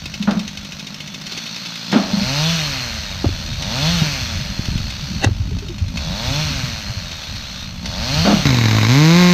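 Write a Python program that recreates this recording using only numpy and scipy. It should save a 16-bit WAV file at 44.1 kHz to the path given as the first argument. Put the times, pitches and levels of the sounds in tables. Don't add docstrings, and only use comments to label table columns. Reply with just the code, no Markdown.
import sys
import numpy as np
from scipy import signal
from scipy.fft import rfft, irfft
from scipy.io import wavfile
from scipy.ndimage import uniform_filter1d

SR = 44100
rng = np.random.default_rng(int(sys.argv[2]) if len(sys.argv) > 2 else 0)


def to_wav(s):
    ch = np.atleast_2d(s).T
    pcm = np.round(np.clip(ch, -1, 1) * 32767)
    wavfile.write(sys.argv[1], SR, pcm.astype(np.int16))


N = 411453
TIME = np.arange(N) / SR


def from_db(db):
    return 10 ** (np.asarray(db) / 20)


def rms_one(x):
    return x / np.sqrt(np.mean(x ** 2) + 1e-20)


def levelled(x):
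    return x / np.sqrt(np.abs(uniform_filter1d(x ** 2, SR // 10)) + 1e-12)


def curves(rows, control=TIME):
    breakpoints, *columns = np.transpose(rows)
    return [np.interp(control, breakpoints, column) for column in columns]


def noise():
    return rng.standard_normal(N)


def drift(rate_hz):
    return np.interp(TIME * rate_hz, np.arange(8000), rng.standard_normal(8000))


def coloured(x, spectrum, size=4096):
    hz, db = np.transpose(spectrum)
    grid = np.maximum(np.fft.rfftfreq(size, 1 / SR), 1)
    skirt_db = -18 * np.log2(np.maximum(grid / hz[-1], 1))
    gain = from_db(np.interp(np.log(grid), np.log(hz), db) + skirt_db)
    cepstrum = irfft(np.log(gain))
    response = irfft(np.exp(rfft(2 * cepstrum[:size // 2], size)))
    return signal.oaconvolve(x, response / np.linalg.norm(response))[:N]


def resonate(x, modes):
    out = 0
    for hz, width, db in modes:
        r = np.exp(-np.pi * width / SR)
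        feedback = [1, -2 * r * np.cos(2 * np.pi * hz / SR), r * r]
        out = out + from_db(db) * (1 - r * r) / 2 * signal.lfilter([1, 0, -1], feedback, x + 1e-18)
    return out


def add(track, t, sound):
    at = max(round(t * SR), 0)
    track[at:at + len(sound)] += sound[:N - at]


def burst(db, t60):
    age = TIME[:SR // 2]
    return from_db(db - 60 * age / t60) * rng.standard_normal(len(age))


def thud(hz, db, swell_s):
    age = TIME[:SR // 4]
    rise = age / (2 * swell_s)
    return from_db(db) * (rise * np.exp(1 - rise)) ** 2 * np.sin(2 * np.pi * hz * age)


def among_trees(x, wet_db, t60, count=70):
    delay = np.minimum(t60, .49) * rng.uniform(.02, 1, count)
    echoes = np.zeros(SR // 2)
    echoes[(delay * SR).astype(int)] = from_db(-60 * delay / t60) * rng.choice([-1, 1], count)
    return x + from_db(wet_db) * signal.oaconvolve(x, echoes / np.linalg.norm(echoes))[:N]


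# t/s, level/dB
WIND_SWELL = [(0, -38.5), (.6, -41), (1.85, -77), (2.1, -31.5), (2.8, -37.5), (3.3, -28.5), (5.3, -24.5),
              (6.7, -30.5), (7.4, -34), (8.3, -23), (9.0, -39)]
# f/Hz, level/dB
WIND_EQ = [(15, -5), (35, 5.5), (80, 8.5), (140, 2), (220, -2.5), (320, -16.5), (600, -48.5)]

def wind():
    wind_db, = curves(WIND_SWELL)
    lumps_db = 3.2 * drift(16)
    return from_db(wind_db + lumps_db) * rms_one(coloured(noise(), WIND_EQ))


def bumps(count=14, from_s=4.2, to_s=7.1):
    out = np.zeros(N)
    for k, (late, octaves) in enumerate(rng.uniform(-1, 1, (count, 2))):
        t = from_s + (to_s - from_s) * (k + .5 + .5 * late) / count
        add(out, t, thud(hz=173 * 2 ** octaves, db=-21.5 - 5 * octaves, swell_s=.0068))
    return out


# t/s, level/dB
LANDINGS = [(0.199, -13), (0.273, -6), (0.364, -9), (1.923, -12), (1.954, -3.5), (2.13, -7.5), (2.169, -8),
            (8.252, -10.5), (8.282, -8.5), (8.326, -5)]

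def wheelbarrow(hits=3, tray_hz=197.5, bounce_s=.038, bounce_loss_db=7.5):
    out = np.zeros(N)
    for t, db in LANDINGS:
        for k, (late, detune) in enumerate(rng.standard_normal((hits, 2))):
            boom = thud(tray_hz * (1 + .05 * detune), db - k * bounce_loss_db, swell_s=.0055)
            add(out, t + k * bounce_s * (1 + .104 * late), boom)
    return out


# t/s, f/Hz, level/dB, swell/s
THUMPS = [(3.243, 304, -6, 0.0014), (3.259, 93.4, -4.5, 0.0045), (4.015, 154, -6.5, 0.0031),
          (4.593, 131, -6.5, 0.0011), (4.685, 118, -7, 0.001), (4.755, 126, -7, 0.0015),
          (5.244, 295, -4, 0.00091), (5.26, 99, -4, 0.0056), (5.306, 95, -13.5, 0.0053),
          (5.396, 89.5, -10, 0.0067), (5.511, 406, -29.5, 0.0036), (5.619, 403, -30.5, 0.0058),
          (5.812, 86, -8.5, .007), (6.631, 135, -14.5, 0.0046)]

def log_thumps(rebound_s=.045, rebound_loss_db=11.5):
    out = np.zeros(N)
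    for t, hz, db, swell_s in THUMPS:
        add(out, t, thud(hz, db, swell_s))
        add(out, t + rebound_s, thud(hz, db - rebound_loss_db, swell_s))
    return out


# t/s, level before filtering/dB, t60/s, low-pass f/Hz
KNOCKS = [(0.274, -12.5, 0.37, 1840), (1.927, -9.5, 0.5, 2660), (1.953, -23, 0.85, 1380),
          (3.243, -6, 0.068, 860), (4.017, -16.5, 0.12, 596), (5.271, -14, 0.041, 1900),
          (8.25, -10, 0.49, 1500), (8.273, -8.5, 0.17, 2170), (8.308, -10.5, 0.3, 1300)]
# f/Hz, level/dB
WOOD_EQ = [(120, -11.5), (250, 16), (450, 3), (620, 9.5), (800, 5), (1020, 0), (1300, 4), (2000, -4.5),
           (5000, 4), (9000, -2.5)]

def log_clatter():
    out = np.zeros(N)
    for t, db, t60, top_hz in KNOCKS:
        lowpass = signal.butter(3, top_hz, fs=SR, output="sos")
        add(out, t, signal.sosfilt(lowpass, burst(db, t60)))
    return coloured(out, WOOD_EQ)


# f/Hz, width/Hz, level/dB
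AXE_MODES = [(398, 230, -3), (630, 580, -0.5), (1570, 220, -1), (1900, 230, -2), (2680, 270, 0.5),
             (3680, 420, -4.5), (6240, 90, -4)]
# f/Hz, level/dB
CRACK_EQ = [(150, -15), (400, 0), (1000, -5), (1500, 4), (3000, -9), (4500, -9), (6000, 2), (7500, -4),
            (10500, -30), (13000, -29), (15500, -30)]

def axe(split_s=5.2455):
    since = TIME - split_s
    fade = np.maximum(-since / .08, since / .045)
    tearing = from_db(-60 * np.minimum(fade, 2))
    ring = rms_one(resonate(resonate(noise(), AXE_MODES), AXE_MODES))
    crunch = from_db(-11.5) * tearing * ring
    snap = np.zeros(N)
    add(snap, split_s, from_db([6.5]))
    add(snap, split_s, burst(-13, t60=.012))
    return among_trees(crunch + coloured(snap, CRACK_EQ), wet_db=-22, t60=.2)


def revolutions(speed):
    turns = np.cumsum(speed) / SR
    return np.flatnonzero(np.diff(np.floor(turns))) + 1, turns % 1


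def pulses(at, strength, rough_db):
    out = np.zeros(N)
    out[at] = strength * from_db(rough_db * noise()[:len(at)])
    return out


# open t/s, shut t/s, top speed/(rev/s), coast to half speed/s, treble trim/dB
BLIPS = [(1.882, 2.54, 168, 0.78, 0), (3.587, 3.94, 175.3, 0.68, 0), (5.936, 6.438, 156, .772, -1.5),
         (7.821, 8.299, 179, 0.56, -.5)]
# from t/s, to t/s, duck of its ring/dB
CHAIN_RESTS = [(-.2, 1.277, 7.5), (5.257, 5.962, 9.5), (7.675, 7.87, 7)]
IDLE_SPEED, CREEP_SPEED = 51., 56.

def far_controls(clutch_s=.08, ease_power=12):
    duck_db = sum(db * ((TIME > start) & (TIME < end)) for start, end, db in CHAIN_RESTS)
    clutch_samples = int(clutch_s * SR)
    idle = uniform_filter1d(np.where(duck_db > 0, IDLE_SPEED, CREEP_SPEED), clutch_samples)
    speed, throttle = idle, np.zeros(N)
    for opens, shuts, top, halving_s, _ in BLIPS:
        progress = np.clip((TIME - opens) / (shuts - opens), 0, 1)
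        climb = (ease_power * progress - progress ** ease_power) / (ease_power - 1)
        start = np.interp(opens, TIME, speed)
        slowing = 1 + np.maximum(TIME - shuts, 0) / halving_s
        blip = (start + (top - start) * climb) / slowing
        speed = np.where(TIME < opens, speed, np.maximum(blip, idle))
        throttle += (TIME > opens) * (1 - progress ** ease_power)
    return speed, uniform_filter1d(throttle, SR // 20), uniform_filter1d(duck_db, clutch_samples)


# first t/s, last t/s, firings, level/dB
SPUTTERS = [(0.056, 0.478, 6, -23), (0.573, 0.943, 6, -26), (1.005, 1.213, 4, -25),
            (1.266, 1.375, 3, -22.5), (1.463, 1.756, 4, -24.5), (3.389, 3.533, 3, -28.5),
            (4.653, 4.903, 3, -24), (5.586, 5.881, 4, -30), (7.114, 7.358, 3, -27.5)]
# f/Hz, level/dB
POP_EQ = [(300, 3), (1200, -4.5), (2700, 9.5), (4000, 8), (6200, 4.5), (7200, -8), (11000, -19.5),
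          (12500, -18), (15500, -18)]

def idle_pops(catch_s=.036, t60=.048):
    spits = np.zeros(N)
    for first, last, firings, db in SPUTTERS:
        for t in np.linspace(first, last, round(firings)):
            add(spits, t, burst(db - rng.uniform(0, 2), t60))
    for opens, *_ in BLIPS:
        add(spits, opens + catch_s, burst(-22, t60))
    scattered = among_trees(coloured(spits, POP_EQ), wet_db=-2, t60=.06)
    return among_trees(scattered, wet_db=-13.5, t60=.23)


# speed/(rev/s), hum level/dB, bark level/dB, whine level/dB
EXHAUST_MIX = [(50, -35.5, -47.5, -47), (78, -43.5, -42, -38.5), (124, -33, -37.5, -31.5),
               (163.3, -21, -33.5, -29)]
# speed/(rev/s), rasp level/dB, chain level/dB
GEAR_MIX = [(56, -35, -32.5), (92.4, -34, -34), (122.5, -29, -30), (163, -25, -25.5)]
# speed/(rev/s), pulse level spread/dB
ROUGHNESS = [(50, 3.5), (80, 3), (120, 1.1), (165, .5)]
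# f/Hz, level/dB
FAR_HUM_EQ = [(40, -32), (100, -20), (135, -1), (170, 0), (250, -5), (330, -15), (450, -28), (900, -50)]
FAR_BARK_EQ = [(250, -17), (420, -10), (600, 0), (820, 2), (1100, -8), (1400, -4), (2000, -6),
               (5000, -54.5)]
FAR_WHINE_EQ = [(700, -20.5), (1100, -9.5), (1400, -1.5), (1800, 2), (2300, -5.5), (2800, -2.5),
                (3250, -23), (4300, 0.5), (6000, -12.5), (8000, -27.5)]
FAR_RASP_EQ = [(300, -11.5), (700, -9), (1400, -0.5), (1800, -3.5), (2600, 1), (3200, -1), (4400, -18),
               (5300, -4), (6200, -1.5), (7100, -16.5), (8600, -20), (9500, -29.5), (11400, -31.5),
               (12200, -18), (14000, -23), (15500, -32)]
# f/Hz, width/Hz, level/dB
CHAIN_MODES = [(3442, 25, 0), (3738, 55, -1), (3860, 70, -6), (4160, 70, -3), (4235, 80, 0),
               (4370, 130, -6), (4550, 130, -6), (4900, 120, -11), (5210, 80, -12), (5780, 200, -13)]
FULL_SPEED = 165

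def far_saw(fan_orders=(16, 18, 19, 21)):
    speed, throttle, duck_db = far_controls()
    rasp_db, chain_db = curves(GEAR_MIX, speed)
    hum_db, bark_db, whine_db = curves(EXHAUST_MIX, speed)
    treble_db, = curves([(shuts, db) for _, shuts, _, _, db in BLIPS])
    rough_db = curves(ROUGHNESS, speed)[0] * (1 - .6 * throttle)
    at, turn = revolutions(speed + .25 * rough_db * drift(25))
    exhaust = pulses(at, 1, rough_db[at]) + .008 * rough_db * (1 - throttle) * noise()
    muffled = coloured(among_trees(exhaust, wet_db=-4, t60=.09), FAR_HUM_EQ)
    hum = from_db(hum_db + 4 * throttle * FULL_SPEED / speed) * levelled(muffled)
    scattered = among_trees(exhaust, wet_db=-2, t60=.05)
    outdoors = among_trees(scattered, wet_db=-13, t60=.35)
    bark = from_db(bark_db + 7.5 * throttle) * levelled(coloured(outdoors, FAR_BARK_EQ))
    whine = from_db(whine_db + 2 * throttle) * levelled(coloured(outdoors, FAR_WHINE_EQ))
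    vanes = sum(np.sin(2 * np.pi * k * turn) * from_db(3 * drift(20)) for k in fan_orders)
    fan_gain = from_db(whine_db - 4) * (speed / FULL_SPEED) ** 2
    fan = fan_gain * levelled(among_trees(vanes, wet_db=-4, t60=.25))
    throb = .8 + np.exp(-turn / .22)
    rasp_gain = from_db(rasp_db - .6 * duck_db + .8 * throttle)
    rasp = rasp_gain * levelled(coloured(throb * noise(), FAR_RASP_EQ))
    rattle = sum(resonate(throb * noise(), [mode]) * from_db(3.5 * drift(8)) for mode in CHAIN_MODES)
    chain_band = signal.butter(3, [2800, 6500], "band", fs=SR, output="sos")
    chain = from_db(chain_db - duck_db + 3 * throttle) * levelled(signal.sosfilt(chain_band, rattle))
    return hum + bark + from_db(treble_db) * (whine + fan + rasp + chain)


# t/s, speed/(rev/s)
NEAR_SPEED = [(8.45, 150), (8.51, 128), (8.566, 120), (8.676, 109), (8.854, 107.9), (8.996, 149),
              (9.098, 165.0), (9.196, 179), (9.33, 177.0)]
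# t/s, hum level/dB, bark level/dB, rasp level/dB
NEAR_MIX = [(8.45, -14, -23.5, -24), (8.55, -14, -24.5, -26), (8.7, -13.5, -24, -26),
            (8.86, -13.5, -22.5, -26), (8.93, -11, -21, -24), (9.02, -9, -20.5, -24.5),
            (9.12, -9.3, -20, -24), (9.2, -9.2, -18.8, -23), (9.33, -9.8, -19.3, -23.5)]
# t/s, share of turns/0-1
NEAR_FIRING = [(8.45, 0.38), (8.6, 0.4), (8.69, .34), (8.72, 0.49), (8.86, 0.4), (8.88, 0.99)]
# f/Hz, level/dB
NEAR_HUM_EQ = [(40, -13), (110, 16), (180, 5), (270, 7.5), (360, -8), (500, -13.5), (900, -60)]
NEAR_BARK_EQ = [(250, -18), (520, -1), (720, -3), (900, 1), (1070, 3), (1270, -7), (1600, -1.5), (1800, -5),
                (2150, 2.5), (2700, -6), (3300, -9), (3900, 0), (6200, -14), (8000, -32)]
NEAR_RASP_EQ = [(1200, -10), (2400, -6), (3300, -12.5), (3850, -2.5), (4250, -8), (4750, -14), (5050, -7),
                (5500, -12.5), (6250, -6.5), (7200, -18.5), (9000, -32), (11300, -43), (12300, -19),
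                (15500, -36)]
NEAR_FROM_S = 8.448

def near_saw(jet_decay_s=.007):
    speed, = curves(NEAR_SPEED)
    hum_db, bark_db, rasp_db = curves(NEAR_MIX)
    share, = curves(NEAR_FIRING)
    at, _ = revolutions(speed * (TIME > NEAR_FROM_S))
    charge = np.cumsum(share[at])
    fired = np.diff(np.floor(charge), prepend=-1) > 0
    puffs = pulses(at, .5 + fired, rough_db=.3)
    hum = from_db(hum_db) * levelled(coloured(puffs, NEAR_HUM_EQ))
    blasts = pulses(at, .33 + fired, rough_db=1.4 - .7 * share[at])
    jet = signal.lfilter([1], [1, -np.exp(-1 / (jet_decay_s * SR))], blasts) * noise()
    gas = levelled(blasts) + (1.95 - 1.8 * share) * levelled(jet)
    bark = from_db(bark_db) * levelled(coloured(gas, NEAR_BARK_EQ))
    rasp = from_db(rasp_db) * levelled(coloured(jet + 1.2 * noise(), NEAR_RASP_EQ))
    return hum + among_trees(bark + rasp, wet_db=-17, t60=.15)


def scene():
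    crossfade = np.clip((TIME - NEAR_FROM_S) / .0049, 0, 1)
    saws = (1 - crossfade) * (far_saw() + idle_pops()) + crossfade * near_saw()
    logs = wheelbarrow() + log_thumps() + log_clatter()
    mid = saws + logs + bumps() + axe() + wind()
    highpass = signal.butter(4, 10500, "high", fs=SR, output="sos")
    hiss = signal.sosfiltfilt(highpass, mid)
    side = -.33 * hiss + signal.sosfilt(highpass, .9 * hiss * noise())
    return np.array([mid + side, mid - side])


def record(dry):
    low_cut = signal.butter(1, 12, "high", fs=SR, output="sos")
    high_cut = signal.ellip(10, .1, 80, 15500, fs=SR, output="sos")
    clipped = np.clip(signal.sosfilt(low_cut, dry), -1, 1)
    return signal.sosfilt(high_cut, clipped)


dry = scene()
out = record(dry)
to_wav(out)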